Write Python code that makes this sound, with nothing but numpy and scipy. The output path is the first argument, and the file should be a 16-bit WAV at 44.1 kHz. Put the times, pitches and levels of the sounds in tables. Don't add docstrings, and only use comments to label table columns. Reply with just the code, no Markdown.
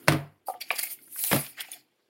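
import sys
import numpy as np
from scipy import signal
from scipy.fft import rfft, irfft
from scipy.io import wavfile
from scipy.ndimage import uniform_filter1d

SR = 44100
rng = np.random.default_rng(int(sys.argv[2]) if len(sys.argv) > 2 else 0)


def pcm_store(signal):
    levels = np.round(np.clip(np.atleast_2d(signal), -1, 1) * 32767)
    wavfile.write(sys.argv[1], SR, levels.astype(np.int16).T)


def volts_from_db(level):
    exponent = np.asarray(level, float) / 20
    return 10 ** exponent


N = 92257


def evened(x):
    return x / np.sqrt(np.mean(x ** 2) + 1e-20)


def read(points, hz):
    f, value = np.transpose(points)
    return np.interp(np.log(hz + 1), np.log(f + 1), value)


def add(mix, s, sound):
    part = mix[round(s * SR):][:len(sound)]
    part += sound[:len(part)]


def smoothed(x, size):
    return uniform_filter1d(uniform_filter1d(x, size=size), size=size)


def resonate(x, hz, width):
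    turn = np.exp(2j * np.pi * np.cumsum(hz * np.ones(len(x))) / SR)
    r = np.exp(-np.pi * width / SR)
    return 2 * (turn * signal.lfilter([1 - r], [1, -r], x / turn)).real


def resonate_twice(x, hz, width):
    return resonate(resonate(x, hz, width), hz, width)


def colour(x, points):
    gain = volts_from_db(read(points, np.fft.rfftfreq(len(x), 1 / SR)))
    return irfft(rfft(x) * gain, len(x))


def decayed(x, t60, size=256):
    hz, t, z = signal.stft(x, SR, nperseg=size)
    z = z * volts_from_db(-60 * t / read(t60, hz)[:, None])
    return signal.istft(z, SR, nperseg=size)[1][:len(x)]


def patchy(x):
    z = signal.stft(x, nperseg=256)[2]
    patches = uniform_filter1d(rng.standard_normal(z.T.shape), size=5, axis=0)
    patches = evened(uniform_filter1d(patches, size=6, axis=1))
    return evened(signal.istft(z * volts_from_db(3 * patches).T, nperseg=256)[1][:N])


def fibres():
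    clicks_per_s, spread_db, clump_db = 22000, 2.5, 1
    clumps = evened(smoothed(rng.standard_normal(N), 90))
    size = volts_from_db(spread_db * np.minimum(rng.exponential(1, N), 4) + clump_db * clumps)
    return size * (rng.random(N) < clicks_per_s / SR) * rng.choice([-1., 1.], N)


def rubbing():
    # [t/s, rubbing level/dB, sheet body relative level/dB]
    slide = [(0, -56.5, -9.5), (.06, -58.5, -7), (.12, -47.5, -2), (.29, -77.5, 0), (.45, -88.5, -4.5),
             (.47, -50, -15), (.595, -80, 7), (.69, -54, 1.5), (.745, -47, -10.5), (.806, -40.5, -6.5),
             (.9, -45, -9), (.975, -63, -4.5), (1.09, -54.5, -14.5), (1.2, -32.5, -21.5),
             (1.344, -26, -8.5), (1.522, -52, -7.5), (1.56, -67, 7), (1.75, -52, -0.5), (1.871, -86.5, 6)]
    # [peak t/s, rubbing level/dB, rise to 20 dB down/s, fall/s,
    # sheet body relative level/dB]
    strokes = [(0.479, -43.5, 0.017, 0.0622, -14.5), (0.615, -37, 0.012, 0.0154, -5),
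               (0.634, -61.5, .01, 0.02, 12.5), (0.718, -35, 0.0093, 0.006, -20.5),
               (0.763, -36, 0.014, 0.016, -2), (0.793, -25.5, .012, 0.012, -6),
               (0.811, -38, 0.0052, .025, -6.5), (.832, -24.5, 0.0048, 0.0178, -19),
               (.855, -35.5, 0.014, 0.0377, -15.5), (0.913, -33.5, 0.022, 0.0467, -20.5),
               (1.026, -54.5, 0.024, 0.044, -19), (1.141, -46.5, .04, 0.026, -22),
               (1.194, -33, .018, 0.16, -14.5), (1.248, -22.5, 0.0022, 0.00444, -15.5),
               (1.269, -26, 0.017, 0.017, -22), (1.467, -58, 0.0037, 0.052, -6.5),
               (1.594, -53.5, 0.033, 0.0428, 7.5), (1.607, -33.5, 0.0079, 0.024, -5.5),
               (1.686, -57, .004, 0.00884, -3), (1.717, -47.5, 0.0045, .004, -26),
               (1.727, -39, .005, 0.0098, -20), (1.738, -43, 0.018, 0.018, -10)]
    # [f/Hz, level/dB per Hz]
    hiss_spectrum = [(3000, -28), (6000, -14.5), (8000, -11), (8800, -3), (10700, 2), (15000, -2),
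                     (16000, -4.5)]
    # [f/Hz, width/Hz, level/dB]
    modes = [(2300, 1000, -5), (2970, 1800, 0.5), (4700, 1100, -9.5), (6574, 1300, -9), (750, 260, -13),
             (1720, 1200, -13), (1100, 1900, -16), (4159, 1500, -3)]
    t = np.arange(N) / SR
    s, db, body_db = np.transpose(slide)
    hiss_power = volts_from_db(np.interp(t, s, db)) ** 2
    body_power = volts_from_db(np.interp(t, s, db + body_db)) ** 2
    for peak, db, rise, fall, body_db in strokes:
        away = np.where(t < peak, (peak - t) / rise, (t - peak) / fall)
        power = volts_from_db(db - 20 * away ** 2) ** 2
        hiss_power = hiss_power + power
        body_power = body_power + power * volts_from_db(body_db) ** 2

    clicks, body = fibres(), np.zeros(N)
    for f, width, db in modes:
        bend = evened(smoothed(rng.standard_normal((2, N)), 1500))
        hz, level_db = f * (1 + 0.025 * bend[0]), db + 2 * bend[1]
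        body = body + volts_from_db(level_db) * evened(resonate_twice(clicks, hz, width))
    body = signal.sosfilt(signal.butter(2, 380, "high", fs=SR, output="sos"), body)
    hiss = colour(fibres(), [(20, -68.5), (1500, -43.5), *hiss_spectrum])
    return np.sqrt(hiss_power) * patchy(hiss) + np.sqrt(body_power) * patchy(body)


def room(x):
    # [f/Hz, t60/s]
    t60 = [(100, 0.25), (500, 0.16), (2000, 0.34), (6000, 0.1), (16000, 0.25)]
    taps = np.zeros(SR // 2)
    at = np.arange(200, len(taps) - 20, 20)
    taps[at + rng.integers(0, 20, len(at))] = rng.choice([-1., 1.], len(at))
    tail = decayed(taps, t60)
    return signal.fftconvolve(x, tail / np.linalg.norm(tail))[:N]


def air():
    # [f/Hz, level/dB per Hz]
    spectrum = [(18, -52.5), (30, -25), (404, 1.5), (1350, -9), (3580, -12.5), (3870, -21), (4650, -18),
                (6050, -20.5), (16000, -27.5)]
    # [t/s, level/dB]
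    gate_open = [(0, 19), (.07, 19.5), (0.349, -1.5), (.46, -1.5), (.55, 6.5), (1.3, 6), (1.8, 3.5),
                 (2.09, -22.5)]
    # [f/Hz, width/Hz, level/dB]
    leftovers = [(1620, 200, -92.5), (2300, 250, -95), (3600, 250, -97.5)]
    rumble = evened(resonate_twice(rng.standard_normal(N), 289, 150))
    rumble = rumble + 0.3 * evened(resonate_twice(rng.standard_normal(N), 130, 50))
    gate = volts_from_db(-74 + np.interp(np.arange(N) / SR, *np.transpose(gate_open)))
    hiss = volts_from_db(-77) * patchy(colour(rng.standard_normal(N), spectrum))
    bands = sum(volts_from_db(db) * patchy(resonate_twice(rng.standard_normal(N), hz, width))
                for hz, width, db in leftovers)
    return hiss + bands + gate * rumble


def scrape(s, db, hz, width, half):
    reach = 0.06
    t = np.arange(-reach, reach, 1 / SR)
    grit = rng.standard_normal(len(t)) * volts_from_db(3.4 * np.minimum(rng.exponential(1, len(t)), 4))
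    envelope = volts_from_db(db - 6.5 - 20 * np.abs(t / half) ** 3)
    sound = envelope * evened(resonate_twice(grit, hz, width))
    skip = max(round((reach - s) * SR), 0)
    return s + t[skip], sound[skip:]


def landing(s, crack_db, slap_db, desk_db, pitch):
    # [f/Hz, level/dB, t60/s]
    modes = [(61, -17, 0.21), (96.5, -13.5, 0.45), (142.44, 2, 0.23), (152.8, -10, 0.33),
             (251.81, -1.5, 0.2), (321.63, 3.5, 0.15), (429.6, -10, .2), (554.4, -8.5, 0.19),
             (680, -10, 0.35), (740, -16.5, 0.067), (849, -10.5, 0.078), (1111, -25.5, 0.18)]
    # [f/Hz, level/dB per Hz]
    slap_spectrum = [(35, -34), (70, -4), (350, -0.5), (900, -4.5), (2470, -10), (4600, -14.5), (7060, -25),
                     (9130, -17.5), (16000, -29)]
    # [f/Hz, t60/s]
    slap_t60 = [(60, 0.44), (300, 0.3), (1000, 0.3227), (3000, 0.25), (8000, 0.17), (16000, 0.24)]
    crack_s, burst_s, desk_rise_s = 0.00024, 0.0052, 0.0046
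    slap_tail_db, scatter_db = -13.5, 7.5
    tail_cut_s = 0.3
    t = np.arange(0, .5, 1 / SR)
    damping = 2.16 ** (10 * (1 - pitch))

    crack = np.sin(2 * np.pi * 2000 * t) * t / crack_s * np.exp(1 - t / crack_s)
    crack = crack + .6 * np.sin(2 * np.pi * 5000 * t) * np.exp(-t / 0.00035)
    crack = crack + .5 * np.sin(2 * np.pi * 9500 * t) * np.exp(-t / 0.00017)

    slap = decayed(evened(colour(rng.standard_normal(len(t)), slap_spectrum)), slap_t60)
    slap = slap * np.minimum(t / .001, 1)
    slap = slap * (np.exp(-t / burst_s) + volts_from_db(slap_tail_db - 100 * (damping - 1) * t))

    desk = np.zeros(len(t))
    for hz, db, t60 in modes:
        chance, phase = rng.random(2)
        envelope = volts_from_db(db + scatter_db * (2 * chance - 1.5) - 60 * damping * t / t60)
        desk = desk + envelope * np.sin(2 * np.pi * (hz * pitch * t + phase))
    desk = desk * (1 - np.exp(-t / desk_rise_s))
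    desk_gain = volts_from_db(desk_db - 20 * (damping * t / tail_cut_s) ** 4)
    return s, volts_from_db(crack_db) * crack + volts_from_db(slap_db) * slap + desk_gain * desk


def snap(s, db, hz, t60, tick_db):
    sag = 0.065
    t = np.arange(0, .2, 1 / SR)
    ring = np.zeros(len(t))
    for ratio, share in [(1, 0.898), (0.99, 0.424), (0.68, 0.375), (1.2, 0.28), (1.6, 0.2)]:
        ring = ring + share * np.sin(2 * np.pi * hz * ratio * t * (1 + sag - sag * t / t60))
    rise = np.sin(np.pi / 2 * np.minimum(t * hz / 2.29, 1)) ** 2
    ring = .5 * rise * volts_from_db(-60 * t / t60) * ring

    tick = rng.standard_normal(len(t)) * t / 0.0012 * np.exp(1 - t / 0.001035)
    band = [min(0.59 * hz, 2000), min(1.31 * hz, 15000)]
    tick = signal.sosfilt(signal.butter(2, band, "band", fs=SR, output="sos"), tick)
    return s, volts_from_db(db) * (ring + volts_from_db(tick_db) * tick)


def scene():
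    # [middle t/s, level/dB, f/Hz, width/Hz, half length/s]
    scrapes = [(.02, -60.5, 1379, 900, 0.081), (0.077, -46, 5473, 1500, 0.0083),
               (.471, -48.5, 4732, 200, 0.0056), (.477, -48, 750, 301.7, 0.00615),
               (.487, -48.5, 4810, 700, 0.0075), (.542, -46.5, 1644, 700, 0.0076),
               (.618, -29, 4586, 503, 0.00945), (.616, -39, 5680, 500, 0.0103),
               (.617, -33.5, 2426, 700, 0.01303), (0.62, -38, 3420, 500, 0.0108),
               (0.641, -57, 5530, 600, 0.0086), (.642, -47.5, 4570, 700, .016),
               (0.712, -22.5, 2300, 700, 0.0061), (0.734, -34, 2570, 1177, 0.018),
               (.761, -42.5, 2440, 800, 0.023), (.765, -43, 4435, 888.3, 0.0052),
               (0.79, -30, 4700, 1100, .011), (.793, -34.5, 1990, 804.6, 0.021),
               (.817, -37.5, 4482, 1100, .012), (0.836, -30, 2198, 500, 0.011),
               (0.837, -36, 7500, 1525, 0.0079), (0.851, -38, 2300, 506.4, 0.0094),
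               (0.871, -32, 2335, 613, 0.0051), (0.904, -43, 4700, 707, 0.014),
               (.912, -50, 2179, 400, 0.028), (1.081, -56, 1517, 1789, 0.0067),
               (1.162, -44, 1770, 601, 0.0042), (1.176, -50, 5130, 399.6, 0.0051),
               (1.199, -43.5, 2390, 305.8, 0.005), (1.552, -52.5, 2300, 300, 0.01),
               (1.594, -35.5, 1890, 877, 0.0239), (1.6, -36, 3170, 1100, 0.0152),
               (1.649, -54, 820, 248.1, 0.0136), (1.682, -50, 1710, 500, 0.0056),
               (1.764, -53, 700, 150, 0.0188), (.72, -38.5, 4700, 875.6, 0.0158),
               (.728, -33.5, 623, 396, 0.018), (1.64, -41.5, 2073, 897, 0.0283),
               (1.324, -20, 2060, 1220, 0.0123), (.088, -19, 803.4, 347, .007)]
    # [t/s, crack peak level/dB, slap level/dB, desk level/dB, desk pitch factor]
    landings = [
        (.075, -39.5, -31, -53, 1.02),
        (0.0825, -1.5, -11.5, -20.5, 1.03),
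        (.121, -27, -21.5, -18, 0.9884),
        (.133, -45.5, -31.5, -25, 0.992),
        (1.3143, -20.5, -20.5, -29.5, 0.9685),
        (1.3297, -10, -16.5, -13.5, 0.837),
        (1.345, -34.5, -31.5, -21, 0.92),
        (1.361, -40.5, -22, -26, 0.95),
        (1.39, -50.5, -34.5, -34.5, .92),
    ]
    # [t/s, peak level/dB, f/Hz, ring t60/s, tick relative level/dB]
    snaps = [(.483, -12.5, 759.3, 0.0399, -15), (.497, -18.5, 711.4, 0.0715, -30),
             (.505, -29.5, 753, 0.0613, -34.5), (.539, -28, 795, 0.0279, -12),
             (.547, -31, 704, 0.1054, -13), (.604, -50, 12300, 0.0143, -29.5),
             (0.7047, -4, 2300, 0.0155, -30.5), (.7055, -17, 680, 0.036, 0.5),
             (.709, -20, 1100, 0.0296, 9.5), (.713, -23, 2740, 0.016, -28), (.787, -33, 704.2, 0.049, -9.5),
             (.833, -32, 740, 0.038, -28), (.988, -42.5, 2070, 0.034, -1.5), (1.159, -35, 1475, 0.027, 4),
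             (1.2383, -4, 10460, 0.00442, -20), (1.24, -29, 750, 0.0205, -24.5),
             (1.463, -37, 2347, 0.045, -15), (1.465, -25, 4365, 0.0064, -15),
             (1.59, -34.5, 739, 0.042, -14.5), (1.6078, -10.5, 3183, 0.00547, -27),
             (1.612, -16, 2094, 0.00705, -8), (1.685, -36, 732.3, 0.035, -20.5),
             (1.717, -23, 9070, 0.0343, -42), (1.732, -32, 3313, 0.047, -18),
             (1.2385, -17.5, 4700, 0.0032, -5.5)]
    near = rubbing()
    for row in scrapes:
        add(near, *scrape(*row))
    for row in landings:
        add(near, *landing(*row))
    for row in snaps:
        add(near, *snap(*row))
    return (near + volts_from_db(-14.5) * room(near) + air())[None]


def roll_off(x):
    return signal.sosfilt(signal.butter(12, 16820, fs=SR, output="sos"), x)


def record(dry):
    low_cut = signal.sosfilt(signal.butter(2, 70, "high", fs=SR, output="sos"), dry)
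    edge = signal.firwin(401, 16050, window=("kaiser", 7), fs=SR)
    mix = np.clip(signal.oaconvolve(low_cut, edge[None], "same"), -1, 1)
    return roll_off(mix)


dry = scene()
out = record(dry)
pcm_store(out)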